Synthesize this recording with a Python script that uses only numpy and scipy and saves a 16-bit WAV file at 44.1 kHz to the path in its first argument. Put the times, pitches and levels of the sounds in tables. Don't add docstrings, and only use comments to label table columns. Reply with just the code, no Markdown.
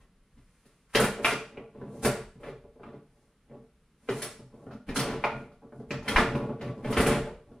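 import sys
import numpy as np
from scipy import signal
from scipy.fft import rfft, irfft
from scipy.io import wavfile

SR = 44100
rng = np.random.default_rng(int(sys.argv[2]) if len(sys.argv) > 2 else 0)


def pcm_store(signal):
    levels = np.round(np.clip(np.atleast_2d(signal), -1, 1) * 32767)
    wavfile.write(sys.argv[1], SR, levels.astype(np.int16).T)


N = 335160
RING = np.arange(SR // 4) / SR
STEP = 32

# start in seconds, knock level in dB, clack level
# in dB, cabinet level in dB, struck panel pitch in Hz, tick level in dB, rod chink level in dB.
BLOW_EVENTS = [(0.376, -69.5, -67, -60, 170, -68, -78), (0.654, -68.5, -65, -54, 161, -62, -62),
               (0.949, -24.5, -13.5, -15, 463, -19.5, -26), (0.996, -18, -26, -13.5, 430, -39, -25.5),
               (1.038, -24, -25.5, -20, 406, -35, -30.5), (1.189, -42, -50, -30, 447, -67, -70),
               (1.246, -17, -11, -26, 427, -27, -30), (1.321, -36.5, -28.5, -23.5, 428, -34, -45),
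               (1.572, -45.5, -43.5, -32.5, 260, -78, -80), (1.748, -56, -70, -39, 420, -83, -89),
               (1.814, -43, -68, -31, 456, -69, -80), (1.934, -60, -71, -37.5, 360, -72, -74),
               (2.048, -20, -23, -15, 418, -25.5, -25.5), (2.355, -78, -75, -46, 133.4, -75, -86),
               (2.4, -60, -72, -44.5, 484, -89, -65.5), (2.433, -47, -44, -32, 467, -64, -72.5),
               (2.483, -46, -48, -32.5, 453, -60.5, -71), (2.64, -77.5, -74, -45.5, 403, -84.5, -84),
               (2.757, -75.5, -73.5, -46.5, 454, -89.5, -85.5), (2.796, -62, -72, -41.5, 571, -82, -84),
               (2.833, -41, -49.5, -39.5, 241, -80, -81), (2.889, -55, -70, -55, 251, -81.5, -86),
               (2.931, -59, -68, -41.5, 432, -75, -82.5), (2.98, -67.5, -73.5, -54.5, 203, -81, -82),
               (3.497, -70.5, -66, -47, 140, -83.5, -88), (3.513, -59, -71.5, -43.5, 597, -87.5, -85.5),
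               (3.543, -69.5, -69.5, -41, 232, -86.5, -86), (3.619, -67.5, -83.5, -67, 638, -85, -76),
               (4.088, -30, -30, -19, 456, -40, -45), (4.104, -41, -46, -35, 230.7, -58, -48),
               (4.219, -48.5, -32.5, -28.5, 444.5, -30.5, -30.5), (4.258, -49, -56, -52, 517, -47, -64),
               (4.392, -53.5, -74.5, -40.5, 153, -62, -78), (4.538, -61, -73.5, -38.5, 205, -69, -77),
               (4.666, -46.5, -66, -33, 205, -78, -79), (4.709, -42, -63, -44, 576.5, -59.5, -68),
               (4.728, -61, -64, -52, 210, -57.5, -66), (4.888, -40.5, -34, -27.5, 202, -44.5, -52),
               (4.959, -24.5, -45, -29.5, 455, -25.5, -34), (4.99, -29.5, -32, -28, 215, -25, -30),
               (5.1, -37.5, -60, -29, 130, -45, -52), (5.239, -16.5, -20, -25.5, 684, -40, -48.5),
               (5.516, -56, -72, -48.5, 206.5, -67.5, -74), (5.647, -64.5, -81, -47, 226, -84, -87.5),
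               (5.668, -73.5, -78, -63.5, 560, -86.5, -86), (5.722, -49.5, -76, -40, 439, -80.5, -78),
               (5.798, -53.5, -74, -37, 477, -67.5, -76), (5.906, -43.5, -28, -26.5, 193, -37, -52),
               (6.025, -43, -63, -37, 231, -53, -61), (6.079, -28, -23.5, -32.5, 226, -29, -33),
               (6.16, -16, -10, -35, 405, -29, -38), (6.18, -14.5, -44, -16, 134, -31.5, -59),
               (6.2, -27.5, -23.5, -33, 442, -46, -55.5), (6.35, -30, -37, -24.5, 240, -47, -52.5),
               (6.495, -41, -64, -27.5, 239, -85, -84), (6.611, -43.5, -38, -32.5, 173, -46, -58),
               (6.774, -65, -71, -42, 422, -65, -77), (6.845, -38, -37.5, -27.5, 579, -49, -56),
               (6.903, -45, -50, -27.5, 452, -45, -39), (6.925, -30.5, -29.5, -32, 614, -36.5, -44),
               (6.969, -20.5, -18.5, -15, 436, -32.5, -33.5), (7, -22, -30, -18, 202, -31, -28.5),
               (7.063, -22.5, -24, -16.5, 400, -36, -26.5), (7.269, -42.5, -55, -30.5, 560, -59, -65),
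               (7.514, -58, -71, -40.5, 208, -71, -77.5)]
# frequency in Hz, relative level in dB, t60 in seconds.
FIELD_MODES = [(697, 1.5, 0.054), (914, 2, 0.048), (1072, -5.5, 0.071), (1196, 2, 0.051),
               (1200, -7.5, 0.0086), (1421, -0.5, 0.13), (1384, -1, 0.033), (1503, -7.5, 0.01),
               (1740, -1, 0.046), (1960, -1.5, 0.037), (2130, -2, 0.033), (2350, -4.5, 0.033),
               (2443, 1.5, 0.027), (2767, -3.5, 0.016), (3210, -9.5, 0.04), (3660, -20, 0.033)]
# frequency in Hz, relative level in dB, t60 in seconds.
CABINET_MODES = [(131, -3.5, 0.16), (164.4, -5, 0.11), (208.3, -2, 0.11), (242.8, -4, 0.089),
                 (282.5, -10.5, 0.077), (367, -3, 0.079), (418.6, 1, 0.068), (450, 1, 0.12),
                 (481, -6.5, 0.048), (569.3, -1.5, 0.068), (594.5, -4, 0.13), (673, -8, 0.058),
                 (841, -9, 0.067), (990, -14.5, 0.063), (1143, -13.5, 0.059), (1324, -25, .08),
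                 (1443, -17.5, 0.02), (1700, -27.5, 0.045)]
PLACES = 3


def blows():
    out = np.zeros((PLACES, N + SR))
    field_spots = rng.standard_normal((len(BLOW_EVENTS), len(FIELD_MODES)))
    cabinet_spots = rng.standard_normal((len(BLOW_EVENTS), len(CABINET_MODES)))
    noise = rng.standard_normal((len(BLOW_EVENTS), len(RING)))
    low = np.transpose(FIELD_MODES)[0] < 1650
    for k, (s, knock_db, clack_db, body_db, body_hz, tick_db, rod_db) in enumerate(BLOW_EVENTS):
        contact = noise[k] * fade(RING, 0.013)
        spot = np.sign(field_spots[k]) * undb(2.5 * field_spots[k])
        knock_noise = peak_one(band(band(contact, 700, 1550), 670, 2600))
        knock = ring(FIELD_MODES, spot * low) + knock_noise
        clack_noise = peak_one(band(band(contact, 1600, 2750), 1500, 2850))
        clack = ring(FIELD_MODES, spot * ~low) + .9 * clack_noise

        loose = noise[k] * (1 - fade(RING, 0.12))
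        tick = peak_one(band(loose * fade(RING, 0.036), 2600, 6000))
        chink = peak_one(band(loose * fade(RING, 0.054), 7000, 15000))

        boom = strike(CABINET_MODES, body_hz, cabinet_spots[k], scatter_db=1.5, slope_db=5.0)
        boom *= 1 - fade(RING, 0.0041)

        blow = undb(knock_db) * knock + undb(clack_db) * clack
        blow += undb(tick_db) * tick + undb(rod_db) * chink + undb(body_db) * boom
        i = int(s * SR)
        out[k % PLACES, i:i + len(RING)] += blow
    return out[:, :N]


# start in seconds, level in dB, pitch of the favoured rod modes in Hz.
KICK_EVENTS = [(0.9535, -18, 3130), (4.2188, -22.5, 10400), (4.9613, -19.5, 5500), (6.0796, -21, 3240),
               (6.904, -42, 3350), (7.065, -23.5, 10200)]
# frequency in Hz, relative level in dB, t60 in seconds.
ROD_MODES = [(3250, 0, .12), (3680, -8, .06), (4250, -3, .06), (5300, -6, .08), (5470, -3, .09),
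             (6450, -7, .07), (7890, -9, .07), (8480, -6, .09), (10200, -6, .09), (10500, -5, .09),
             (12570, -14, .05)]


def kicks():
    out = np.zeros(N + SR)
    spots = rng.standard_normal((len(KICK_EVENTS), len(ROD_MODES)))
    for (s, db, hz), spot in zip(KICK_EVENTS, spots):
        tone = strike(ROD_MODES, hz, spot, scatter_db=1.5, slope_db=7.5)
        i = int(s * SR)
        out[i:i + len(RING)] += undb(db) * tone * (1 - fade(RING, 0.0028))
    return out[:N]


def clicks(rate, spread_db):
    hits = rng.random(N) < rate / SR
    levels = undb(spread_db * rng.exponential(size=N))
    return unit(hits * rng.choice([-1, 1], N) * levels)


def rattle():
    deep, panel, clatter, hiss = shaking()
    signs = (-1.) ** np.arange(len(CABINET_MODES))
    low = np.transpose(CABINET_MODES)[0] < 310
    boom = 0
    for push, part in ((deep, low), (panel, ~low)):
        body = ring(CABINET_MODES, signs * part)
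        body /= np.linalg.norm(body)
        boom = boom + signal.fftconvolve(clicks(350., 1.5) * push, body)[:N]
    knock = band(band(clicks(900., 1.4), 450, 2310), 660, 5000)
    scrape = band(clicks(6000., 0.99), 3400, 13000)
    return boom + clatter * unit(knock) + hiss * unit(scrape)


# middle in seconds, length in seconds, deep boom level in dB, panel boom level in dB,
# clatter level in dB, bearing hiss level in dB.
SHOVE_EVENTS = [(0.01, 0.088, -62, -61.5, -63, -71), (0.376, .1, -51, -74.5, -72, -83),
                (0.614, 0.98, -76, -86, -70.5, -73), (0.915, 0.09, -60, -75, -60, -66),
                (0.951, 0.046, -48, -40, -26.5, -37.5), (1.017, 0.1, -27, -24, -28.5, -38),
                (1.15, 0.14, -42, -36.5, -44, -67), (1.282, 0.15, -55, -36, -29, -36.5),
                (1.566, 0.23, -47.5, -45.5, -63, -93.5), (1.821, 0.29, -38.5, -46.5, -63, -78),
                (2.011, 0.39, -39, -42.5, -60.5, -61.5), (2.044, 0.059, -15.5, -15, -34, -32),
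                (2.165, 0.22, -46, -54, -48, -63), (2.465, 0.17, -42.5, -38.5, -47.5, -64.5),
                (2.858, .14, -41, -41.5, -57.5, -84), (2.945, 0.091, -42, -47, -63.5, -85),
                (3.2, 0.37, -66, -63.5, -80, -77), (3.535, 0.2, -47.5, -50, -72, -90),
                (4.059, 0.22, -58, -62, -68.5, -68.5), (4.099, 0.064, -26, -36, -38, -54),
                (4.184, 0.23, -45, -38.5, -46.5, -47), (4.402, .3, -49, -62, -83, -92),
                (4.62, 0.41, -49, -48.5, -74.5, -75), (4.729, 0.082, -35, -62, -56, -87),
                (4.888, 0.061, -28, -38, -47, -58), (4.968, 0.059, -23.5, -37, -33, -31),
                (5.066, 0.38, -31.5, -28, -38, -60), (5.231, 0.055, -38, -45.5, -43, -61),
                (5.374, 0.29, -37, -41, -63, -70.5), (5.627, 0.049, -38, -41, -77.5, -90),
                (5.774, 0.17, -37, -53, -82, -73), (5.922, .1, -29, -38, -50, -60),
                (6.136, 0.23, -25.5, -25, -32.5, -47), (6.194, 0.11, -34, -25.5, -33, -42),
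                (6.351, 0.56, -28, -31.5, -51, -68), (6.651, 0.18, -30, -33, -48, -66),
                (6.81, 0.23, -37.5, -39.5, -67, -73), (6.887, 0.17, -26.5, -29.5, -43, -55.5),
                (6.994, 0.11, -22.5, -20, -24, -39.5), (7.097, 0.26, -23.5, -22, -29, -41.5),
                (7.231, 0.23, -39, -40, -47, -68), (7.515, 0.22, -47, -52, -82, -81)]
# dB against the blow, t60 in s, dB at rest
SHAKE_DB, SHAKE_T60_S, REST_DB = [-6.5, -9.5, -3.5, -6.5], [.25, 0.2, 0.27, 0.22], [-74, -80, -81, -84.5]
SHAKE_RISE_S = 0.01
DEEP_DB_PER_OCTAVE, DEEP_PIVOT_HZ = -3.5, 300


def shaking():
    s, _, clack_db, body_db, body_hz, tick_db, rod_db = np.transpose(BLOW_EVENTS)
    middle, length, *shove_dbs = np.transpose(SHOVE_EVENTS)[:, :, None]
    phase = np.clip((np.arange(0, N, STEP) / SR - middle) / length, -.5, .5)
    swell = np.cos(np.pi * phase) ** 2
    deep_db = body_db + DEEP_DB_PER_OCTAVE * np.log2(body_hz / DEEP_PIVOT_HZ)
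    drive = [deep_db, body_db, (clack_db + tick_db) / 2, rod_db]
    gains = []
    for blow, shove, db, t60, rest in zip(drive, shove_dbs, SHAKE_DB, SHAKE_T60_S, REST_DB):
        from_blows = after(s, blow + db, t60, SHAKE_RISE_S)
        from_shoves = np.sum((undb(shove) * swell) ** 2, axis=0)
        gains.append(gain_from(from_blows + from_shoves + undb(rest) ** 2))
    return gains


# start in seconds, level in dB before the swell-in, t60 in seconds.
THUMP_EVENTS = [(0.0, -52.5, 0.22), (0.15, -59, 0.35), (0.34, -53, .6), (0.94, -42, 0.98),
                (1.25, -56.5, 1.7), (1.77, -57.5, 0.63), (2.05, -45.5, 1.6), (2.2, -49, 0.44),
                (2.48, -54, .6), (2.63, -55, 1.14), (3.72, -68.5, .6), (4.15, -56, 1.6), (4.88, -40, 0.7),
                (5.1, -47.5, 1.9), (5.41, -61, 0.57), (5.87, -49, .8), (5.98, -36, 0.22), (6.15, -24, 0.45),
                (6.32, -47, 0.7), (6.64, -51.5, 0.56), (6.9, -42, .5), (6.98, -15.5, .18),
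                (7.08, -21.5, 0.11), (7.15, -39.5, 0.96)]
THUMP_RISE_S, FLOOR_REST_DB = .04, -71


def boards():
    power = after(*np.transpose(THUMP_EVENTS), THUMP_RISE_S) + undb(FLOOR_REST_DB) ** 2
    return gain_from(power) * unit(band(rng.standard_normal(N), 20, 62))


# frequency in Hz, relative level in dB.
TONE_SPECTRUM = [(15, -25.5), (25, 2), (96, -9.5), (174, 1), (351, -15), (447, -10.5), (670, -22.5),
                 (1280, -19.5), (6280, -32), (9410, -36.5), (12300, -33), (13400, -53), (15700, -43)]
TONE_DB = -68


def room_tone():
    return unit(shape(rng.standard_normal(N), TONE_SPECTRUM)) * undb(TONE_DB)


# frequency in Hz, t60 in seconds, tail level in dB.
REVERBERATION = [(99, 0.54, -35.5), (390, 0.38, -26), (1080, 0.39, -27), (3030, 0.43, -28.5),
                 (8000, 0.42, -23.5), (15000, 0.18, -33)]
# delay in seconds, level in dB against the direct sound.
FIRST_ECHOES = [(.004, 0.5), (.012, -3), (.022, -8.5), (.028, -9.5), (.036, -11)]


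def room(dry):
    t = np.arange(SR) / SR
    hz, t60, db = np.transpose(REVERBERATION)
    tails = np.zeros((2, len(t)))
    for f in 45 * 2. ** np.arange(9):
        band_t60 = np.interp(np.log(f), np.log(hz), t60)
        band_db = np.interp(np.log(f), np.log(hz), db)
        noise = band(rng.standard_normal(tails.shape), f / np.sqrt(2), f * np.sqrt(2))
        tails += fade(t, band_t60) * undb(band_db) * noise
    tails *= 1 - fade(t, 0.014)
    for s, db in [(0.00018, 0)] + FIRST_ECHOES:
        i = int(s * SR)
        tails[0, i + 2] += undb(db)
        tails[1, [i, i + 4]] += .6 * undb(db) * rng.choice([-1, 1]) * np.array([1, -1])
    return undb(-2.5) * signal.fftconvolve(dry[None], tails, axes=1)[:, :N]


def undb(db):
    return 10 ** (np.asarray(db) / 20)


def unit(x):
    return x / np.sqrt(np.mean(x ** 2))


def peak_one(x):
    return x / np.abs(x).max()


def band(x, lo_hz, hi_hz):
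    sos = signal.butter(2, [lo_hz, min(hi_hz, 20000)], "band", fs=SR, output="sos")
    return signal.sosfilt(sos, x)


def shape(x, table):
    hz, db = np.transpose(table)
    log_f = np.log(np.fft.rfftfreq(len(x), 1 / SR) + 1)
    return irfft(rfft(x) * undb(np.interp(log_f, np.log(hz), db)), len(x))


def fade(t, t60):
    return np.exp(-np.log(1000) * t / t60)


def ring(modes, spot):
    hz, db, t60 = np.transpose(modes)[:, :, None]
    partials = undb(db) * fade(RING, t60) * np.sin(2 * np.pi * hz * RING)
    return peak_one(np.sum(spot[:, None] * partials, axis=0))


def strike(modes, near_hz, chance, scatter_db, slope_db):
    octaves = np.abs(np.log2(np.transpose(modes)[0] / near_hz))
    return ring(modes, np.sign(chance) * undb(scatter_db * chance - slope_db * octaves))


def after(times, dbs, t60s, rise):
    late = np.maximum(np.arange(0, N, STEP) / SR - np.asarray(times)[:, None], 0)
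    envelope = (1 - fade(late, rise)) * fade(late, np.reshape(t60s, (-1, 1)))
    return np.sum((undb(dbs)[:, None] * envelope) ** 2, axis=0)


def gain_from(power):
    return np.interp(np.arange(N), np.arange(0, N, STEP), np.sqrt(power))


# frequency in Hz, gain of the side in dB.
PORT_SIDE = [(60, -24.5), (110, -38.5), (200, -62), (380, -63.5), (700, -15.5), (1290, -15), (2380, -7.5),
             (4400, -3), (8120, -1), (15000, 4.5)]
ROD_SHARE = 0.39


def scene():
    mid, side = room(ROD_SHARE * (rattle() + kicks())) + sum(room(place) for place in blows())
    rumble = boards()
    mid = mid + room_tone() + rumble
    side = shape(side + room_tone() + .3 * rumble, PORT_SIDE)
    return np.array([mid + side, mid - side])


# frequency in Hz, gain in dB.
CAPSULE = [(3000, -0.5), (6500, -3), (8500, 0.5), (9900, 4.5), (11500, -5), (15500, -12.5)]
TOP_HZ = 15800


def record(dry):
    coloured = np.array([shape(channel, CAPSULE) for channel in dry])
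    return signal.sosfilt(signal.ellip(10, .2, 80, TOP_HZ, fs=SR, output="sos"), coloured)


dry = scene()
out = record(dry)
pcm_store(out)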